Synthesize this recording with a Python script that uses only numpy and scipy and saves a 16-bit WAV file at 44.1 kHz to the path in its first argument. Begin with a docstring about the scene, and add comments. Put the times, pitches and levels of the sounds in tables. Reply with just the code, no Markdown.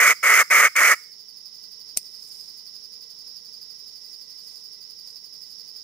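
"""A jungle fowl hen gives four harsh, toneless squawks: uneven throat pulses and hissing air, shaped by her beak.
A cicada throbs in a bamboo forest: fuzzy tones and a dry rasp, broken up by rapid clicks.
Steady noise and thin tones make an insect chorus, over still air and faintly rustling leaves.
A dry twig snaps in a few short noise bursts and a dull push.
Two microphone ports colour the treble differently, and the gain recovers slowly after loud sounds."""
import sys
import numpy as np
from scipy import signal
from scipy.fft import rfft, irfft, next_fast_len
from scipy.io import wavfile
from scipy.ndimage import uniform_filter1d, map_coordinates

SR = 44100
rng = np.random.default_rng(int(sys.argv[2]) if len(sys.argv) > 2 else 0)


def persist_wave(psi):
    """Save psi, clipped to +-1, as 16-bit WAV."""
    counts = np.round(np.clip(psi, -1, 1) * 32767).astype(np.int16)
    wavfile.write(sys.argv[1], SR, np.atleast_2d(counts).T)


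N = 257103

# The hen's squawks, the first already under way.
# Each row: start in seconds, length in seconds, relative effort at the start in dB.
SQUAWKS = [(-.06, 0.17, -18.5), (0.227, 0.18, -18.5), (0.5, 0.16, -17), (0.752, 0.17, -16.5)]
# Her throat and open beak. Each row: frequency in Hz, relative strength in dB per Hz.
THROAT_COLOUR = [(100, -53.5), (280, -27.5), (450, -22.5), (620, -19.5), (760, -26), (1000, -21),
                 (1200, -5), (1430, -4), (1620, -8), (2000, 2.5), (2230, -1), (2500, -13.5), (3100, -19),
                 (4500, -36)]
# The air hissing through them. Each row: frequency in Hz, relative strength in dB per Hz.
HISS_COLOUR = [(2000, -30), (3300, -8), (3780, -11.5), (4400, -3.5), (5000, -1.5), (6400, -1.5),
               (7600, 3.5), (8000, 1), (8700, 1.5), (10000, -8.5), (11500, 0.5), (12400, -12.5),
               (14300, -9), (16000, -11.5)]
# Every squawk bursts out, grows as she presses harder, and closes quickly.
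ATTACK_S, PRESS_DB_PER_S, RELEASE_S = 0.012, 19.5, 0.028

# Overtones of the cicada's ringing abdomen, first to third.
# Each row: relative level in dB, width in Hz, dB gained per dB of swell.
ABDOMEN_OVERTONES = [(-43, 720, .9), (-61, 1900, 1.2), (-59, 1900, 1.4)]
# The cicada's tempo. Each row: time in seconds, throbs per second.
THROB_TEMPO = [(1.3, 11.53), (1.9, 11.83), (2.8, 11.27), (3.6, 11.79), (5, 11.59)]
# Every throb swells, holds and fades (shares of a cycle); the song is met partway through one.
THROB_RISE, THROB_HOLD, THROB_FADE, THROB_START = 0.17, 0.13, 0.32, .34
THROB_DEPTH_DB = 9.5
# The abdomen's pitch swings around its middle once a throb, lowest at this share of the cycle.
ABDOMEN_HZ, SAG_HZ, SAG_AT = 5060, 270.7, 0.41

# The far insect chorus. Each row: frequency in Hz, relative strength in dB per Hz.
CHORUS_COLOUR = [(2800, -31.5), (3900, -15.5), (4250, -17.5), (4550, -8), (5150, 1.5), (5520, -2),
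                 (5780, -27), (6600, -24.5), (7400, -32.5), (8200, -40.5), (10500, -28.5), (12500, -36),
                 (15000, -33.5)]
# A distant insect drone. Each row: frequency in Hz, width in Hz, relative level in dB.
DRONE_TONES = [(468, 71, -81), (980, 80, -86.5), (2016, 85, -77), (3025, 110, -74.5), (10290, 39.8, -77)]
# The still air of the forest. Each row: frequency in Hz, relative strength in dB per Hz.
AIR_COLOUR = [(20, -5.5), (90, -0.5), (170, 8), (300, 1.5), (450, 6.5), (650, -13), (950, -4), (1500, -20),
              (3000, -18.5), (6000, -17), (16000, -20.5)]
# Leaves stirring. Each row: time of the height in seconds, half length in seconds, relative level in dB.
LEAF_STIRS = [(2.334, 0.18, -53.5), (4.119, 0.14, -63), (4.501, .14, -57.5), (5.099, 0.0512, -58),
              (5.47, .1, -62)]
# The colour of the leaves. Each row: frequency in Hz, relative strength in dB per Hz.
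LEAF_COLOUR = [(2000, -15), (5000, -5.5), (7000, -2), (9000, 3.5), (12000, -1), (15500, -8)]

# Fibres of the twig giving way.
# Each row: start in seconds, relative level in dB, time to die by 60 dB in seconds.
FIBRE_CRACKS = [(1.9674, -26.5, .012), (1.9697, -24, .025), (1.9730, -2, .004), (1.9747, -8.5, 0.0082),
                (1.977, -24, .06)]
# The colour of the crack. Each row: frequency in Hz, relative strength in dB per Hz.
CRACK_COLOUR = [(60, -28), (250, -22), (700, -19.5), (1600, -26), (2400, -8), (3100, -14.5), (4300, -5.5),
                (5600, -1.5), (6600, -5), (7600, -4), (9200, 4.5), (10500, -0.5), (12300, -9.5),
                (14600, -6.5), (16000, -13)]
# The twig's dull push. Each row: frequency in Hz, relative strength in dB per Hz.
PUSH_COLOUR = [(30, 3), (200, -6.5), (650, -2), (1100, -1.5), (2000, -18), (4000, -38.5)]

# The forest's echo tail. Each row: frequency in Hz, time to die by 60 dB in seconds.
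FOREST_DECAY = [(200, .25), (800, 0.19), (2000, 0.41), (6000, 0.432), (14000, 0.49)]
# Thin stems throw back more treble. Each row: frequency in Hz, gain in dB.
STEM_SCATTER = [(300, -2.5), (1300, -1.5), (2200, -3), (6000, 0), (14000, 2.5)]
# The colour of the microphone ports. Each row: frequency in Hz, left gain in dB, right gain in dB.
PORT_COLOUR = [(690, 3.5, 3), (1350, -2, 2.5), (1600, 0.5, -4), (1970, -4.5, 2), (2180, 2.5, 0.5),
               (3140, -5, -2), (5110, -8, 3), (6300, -20, 9), (7300, -8.5, 3), (8440, 2.5, -11.5),
               (9690, 2.5, -16.5), (11100, 3.5, -8.5), (12870, -2, 4), (14530, -11.5, 7.5)]
TOP_HZ = 15600  # nothing passes at or above this pitch


def amp(db):
    """Turn decibels into a gain."""
    return 10 ** (np.asarray(db) / 20)


def unit(x):
    """Scale to an average (rms) level of 1."""
    return x / np.sqrt(np.mean(np.abs(x) ** 2) + 1e-20)


def along(points, hz, axis=1):
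    """Read one column of a table between its frequencies, on a log scale."""
    columns = np.transpose(points)
    return np.interp(np.log(hz + 1), np.log(columns[0]), columns[axis])


def curve(rows):
    """Turn rows of time and value into one value per sample."""
    return np.interp(np.arange(N) / SR, *np.transpose(rows))


def wobble(rate):
    """A smooth random curve through `rate` random points a second."""
    points = rng.standard_normal(int(N * rate / SR) + 4)
    return map_coordinates(points, [np.arange(N) * rate / SR], mode="nearest")


def filtered(x, response):
    """Multiply each frequency of x by a response, with spare room for echoes at the end."""
    size = next_fast_len(N + SR // 2)
    hz = np.fft.rfftfreq(size, 1 / SR)
    return irfft(rfft(x, size) * response(hz), size)[..., :N]


def coloured(x, spectrum):
    """Shape x with the given spectrum, at rms 1."""
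    return unit(filtered(x, lambda hz: amp(along(spectrum, hz))))


def noise(alike):
    """White noise at two ports: 0 makes them unrelated, 1 makes them the same."""
    turn = np.arccos(np.clip(alike, 0, 1)) / 2
    mid, side = rng.standard_normal((2, N))
    return np.cos(turn) * mid + np.sin(turn) * np.array([side, -side])


def ringing(pitch_hz, width_hz):
    """A fuzzy tone: its strength and phase wander at the rate of its width."""
    phase = 2 * np.pi * np.cumsum(pitch_hz * np.ones(N)) / SR
    wander = wobble(width_hz) + 1j * wobble(width_hz)
    return unit(np.real(wander * np.exp(1j * phase)))


def pulses(rate_hz, jitter, scatter_db):
    """A train of single-sample pulses, uneven in timing and size."""
    cycles = np.cumsum(rate_hz * np.exp(jitter * wobble(rate_hz))) / SR
    ticks = np.diff(np.floor(cycles), prepend=0)  # a tick whenever a cycle is completed
    return ticks * amp(scatter_db * rng.standard_normal(N))


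def puffs(train, life_s):
    """Let each pulse die away as a short puff; the whole envelope has rms 1."""
    keep = np.exp(-1 / (abs(life_s) * SR))
    return unit(signal.lfilter([1], [1, -keep], train))


def gate(t, attack, hold, release):
    """Rise from 0 to 1, hold, and fall back to 0."""
    corners = np.cumsum(np.abs([0, attack, hold, release]))
    return np.interp(t, corners, [0, 1, 1, 0])


def stems(x, echo_db, count=7):
    """The ground and the nearest stems return weak copies within a few milliseconds."""
    delays_s = rng.uniform(.001, .009, count)

    def direct_and_copies(hz):
        """The straight sound plus every delayed copy."""
        return 1 + amp(echo_db) * sum(np.exp(-2j * np.pi * hz * delay) for delay in delays_s)

    return filtered(x, direct_and_copies)


def forest(x):
    """Stems and leaves scatter the sound into a fading tail of noise at each port."""
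    hz, _, z = signal.stft(rng.standard_normal((2, SR)), SR, nperseg=256)
    t = np.arange(z.shape[-1]) * 128 / SR
    fade = amp(-60 * t / along(FOREST_DECAY, hz)[:, None])
    tail = signal.istft(z * fade, SR, nperseg=256)[1]
    return signal.fftconvolve(x, tail / np.linalg.norm(tail[0]), axes=1)[:, :N]


def squawk(start, length, db):
    """The effort of one squawk: a sudden start, a steady crescendo, a quick close."""
    t = np.arange(N) / SR - start
    crescendo = amp(db + PRESS_DB_PER_S * np.clip(t, 0, length))
    return crescendo * gate(t, ATTACK_S, length - ATTACK_S, RELEASE_S)


def hen():
    """The syrinx (voice organ) slaps chaotically; each slap puffs turbulent air through the throat."""
    effort = sum(squawk(*call) for call in SQUAWKS)
    slaps = pulses(rate_hz=620, jitter=.35, scatter_db=2)
    flow = puffs(slaps, life_s=0.0023)
    breath = coloured(flow * noise(alike=0.93), THROAT_COLOUR)
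    voice = unit(coloured(slaps, THROAT_COLOUR) + 0.7 * breath)
    hiss = amp(-10.5) * coloured(flow * noise(alike=0.49), HISS_COLOUR)
    voice = unit(stems(voice, echo_db=-18.5))
    hiss = stems(hiss, echo_db=-15.5)
    # the membranes swing only so far, which keeps the rasp evenly loud under its flutter
    swing = np.sqrt(np.abs(uniform_filter1d(np.mean(voice ** 2, axis=0), size=300)))
    flutter = amp(1.3 * wobble(140))
    voice = unit(voice / (swing + .5)) * flutter
    # small moves of neck and beak shift all the resonances together
    clock = np.arange(N) + 0.00042 * SR * wobble(25)
    voice = np.array([map_coordinates(port, [clock], mode="reflect") for port in voice])
    # so small a beak radiates hardly any bass
    beak = signal.butter(2, 200, "highpass", fs=SR, output="sos")
    call = signal.sosfilt(beak, effort * (voice + hiss))
    # the left port hears her a moment sooner
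    lead_s, sides = 7e-5, np.array([[1], [-1]])
    return filtered(call, lambda hz: np.exp(1j * np.pi * hz * lead_s * sides))


def throb():
    """The cicada's pitch (Hz) and swell (dB), the same in every cycle of its tempo."""
    share = (THROB_START + np.cumsum(curve(THROB_TEMPO)) / SR) % 1
    pitch_hz = ABDOMEN_HZ - SAG_HZ * np.cos(2 * np.pi * (share - SAG_AT))
    swell_db = THROB_DEPTH_DB * (gate(share, THROB_RISE, THROB_HOLD, THROB_FADE) - 1)
    return pitch_hz, swell_db


def cicada():
    """Clicks of the tymbals (drum skins) ring the abdomen, whose pitch swings with each throb."""
    pitch_hz, swell_db = throb()
    song = np.zeros((2, N))
    for order, (db, width_hz, growth) in enumerate(ABDOMEN_OVERTONES, 1):
        shared = ringing(order * pitch_hz, width_hz)
        # higher overtones differ more between the two ports
        ports = [shared + .5 * order * ringing(order * pitch_hz, width_hz) for port in range(2)]
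        song += amp(db + growth * swell_db) * unit(np.array(ports))
    # the clicks themselves add a dry rasp beside the ring
    rasp_colour = [(4000, -24.5), (6500, 3.5), (8000, -12.5), (15000, -15.0)]  # Hz, dB per Hz
    song += amp(-64.5 + swell_db) * coloured(noise(alike=.5), rasp_colour)
    clicks = puffs(pulses(rate_hz=410, jitter=0.082, scatter_db=0.5), life_s=.005)
    slow_drift = amp(.5 * wobble(6))
    song = stems(song * clicks * slow_drift, echo_db=-16)
    return song + amp(-8) * forest(song)


def chorus():
    """Many far insects merge into a shrill band of noise, joined by a drone of thin tones."""
    level = amp(-45.5 + .5 * wobble(1.9) + 1.26 * wobble(45))  # slow drift and quick flicker
    band = coloured(noise(alike=0.22), CHORUS_COLOUR) * level
    drone = sum(amp(db + 0.61 * wobble(0.92)) * ringing(hz, width_hz) for hz, width_hz, db in DRONE_TONES)
    return band + drone


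def undergrowth():
    """Still air as steady noise, and dry leaves that crackle softly as they stir."""
    air = amp(-72.5) * coloured(noise(alike=.85), AIR_COLOUR)
    t = np.arange(N) / SR
    stir = sum(amp(db) * np.exp(-((t - height) / half) ** 2) for height, half, db in LEAF_STIRS)
    crackle = amp(2 * wobble(120))
    leaves = stir * crackle * coloured(noise(alike=0.17), LEAF_COLOUR)
    return air + leaves


def twig():
    """A few fibres crack in quick succession, each a dying burst through the wood's colour."""
    t = np.arange(N) / SR
    bursts = sum((t >= s) * amp(db - 60 * np.abs(t - s) / t60) for s, db, t60 in FIBRE_CRACKS)
    crack = filtered(bursts * noise(alike=0.4), lambda hz: amp(along(CRACK_COLOUR, hz)))
    # the whole twig gives way with a soft, dull push
    push = amp(-43) * np.exp(-((t - 1.972) / 0.0046) ** 2)
    return crack + push * coloured(noise(alike=0.778), PUSH_COLOUR)


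def scene():
    """The near hen and twig, their echo among the stems, and the forest behind."""
    calls = amp(3.5) * hen()
    snap = twig()
    sent_out = amp(-22.0) * calls + amp(-26) * snap
    echo = forest(filtered(sent_out, lambda hz: amp(along(STEM_SCATTER, hz))))
    return calls + snap + echo + cicada() + chorus() + undergrowth()


def gain_control(x, threshold_db, release_db):
    """Loud sound turns the gain down at once; it creeps back at release_db a second."""
    power = np.abs(uniform_filter1d(np.mean(x ** 2, axis=0), size=2048))
    excess_db = np.maximum(10 * np.log10(power + 1e-12) - threshold_db, 0)
    recovery_db = release_db * np.arange(N) / SR
    # the strongest excess so far, less what has been recovered since
    cut_db = np.maximum.accumulate(excess_db + recovery_db) - recovery_db
    return x * amp(-cut_db)


def record(dry):
    """Port colour, gain control, soft saturation of the peaks and the band limit."""
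    def ports(hz):
        """The gain of the left and right port."""
        return amp([along(PORT_COLOUR, hz, axis=1), along(PORT_COLOUR, hz, axis=2)])

    heard = filtered(dry, ports)
    held = gain_control(heard, threshold_db=-12.5, release_db=3)
    rounded = held / (1 + np.abs(held / .88) ** 8) ** (1 / 8)  # peaks bend towards 0.88
    return filtered(rounded, lambda hz: hz < TOP_HZ)


dry = scene()
out = record(dry)
persist_wave(out)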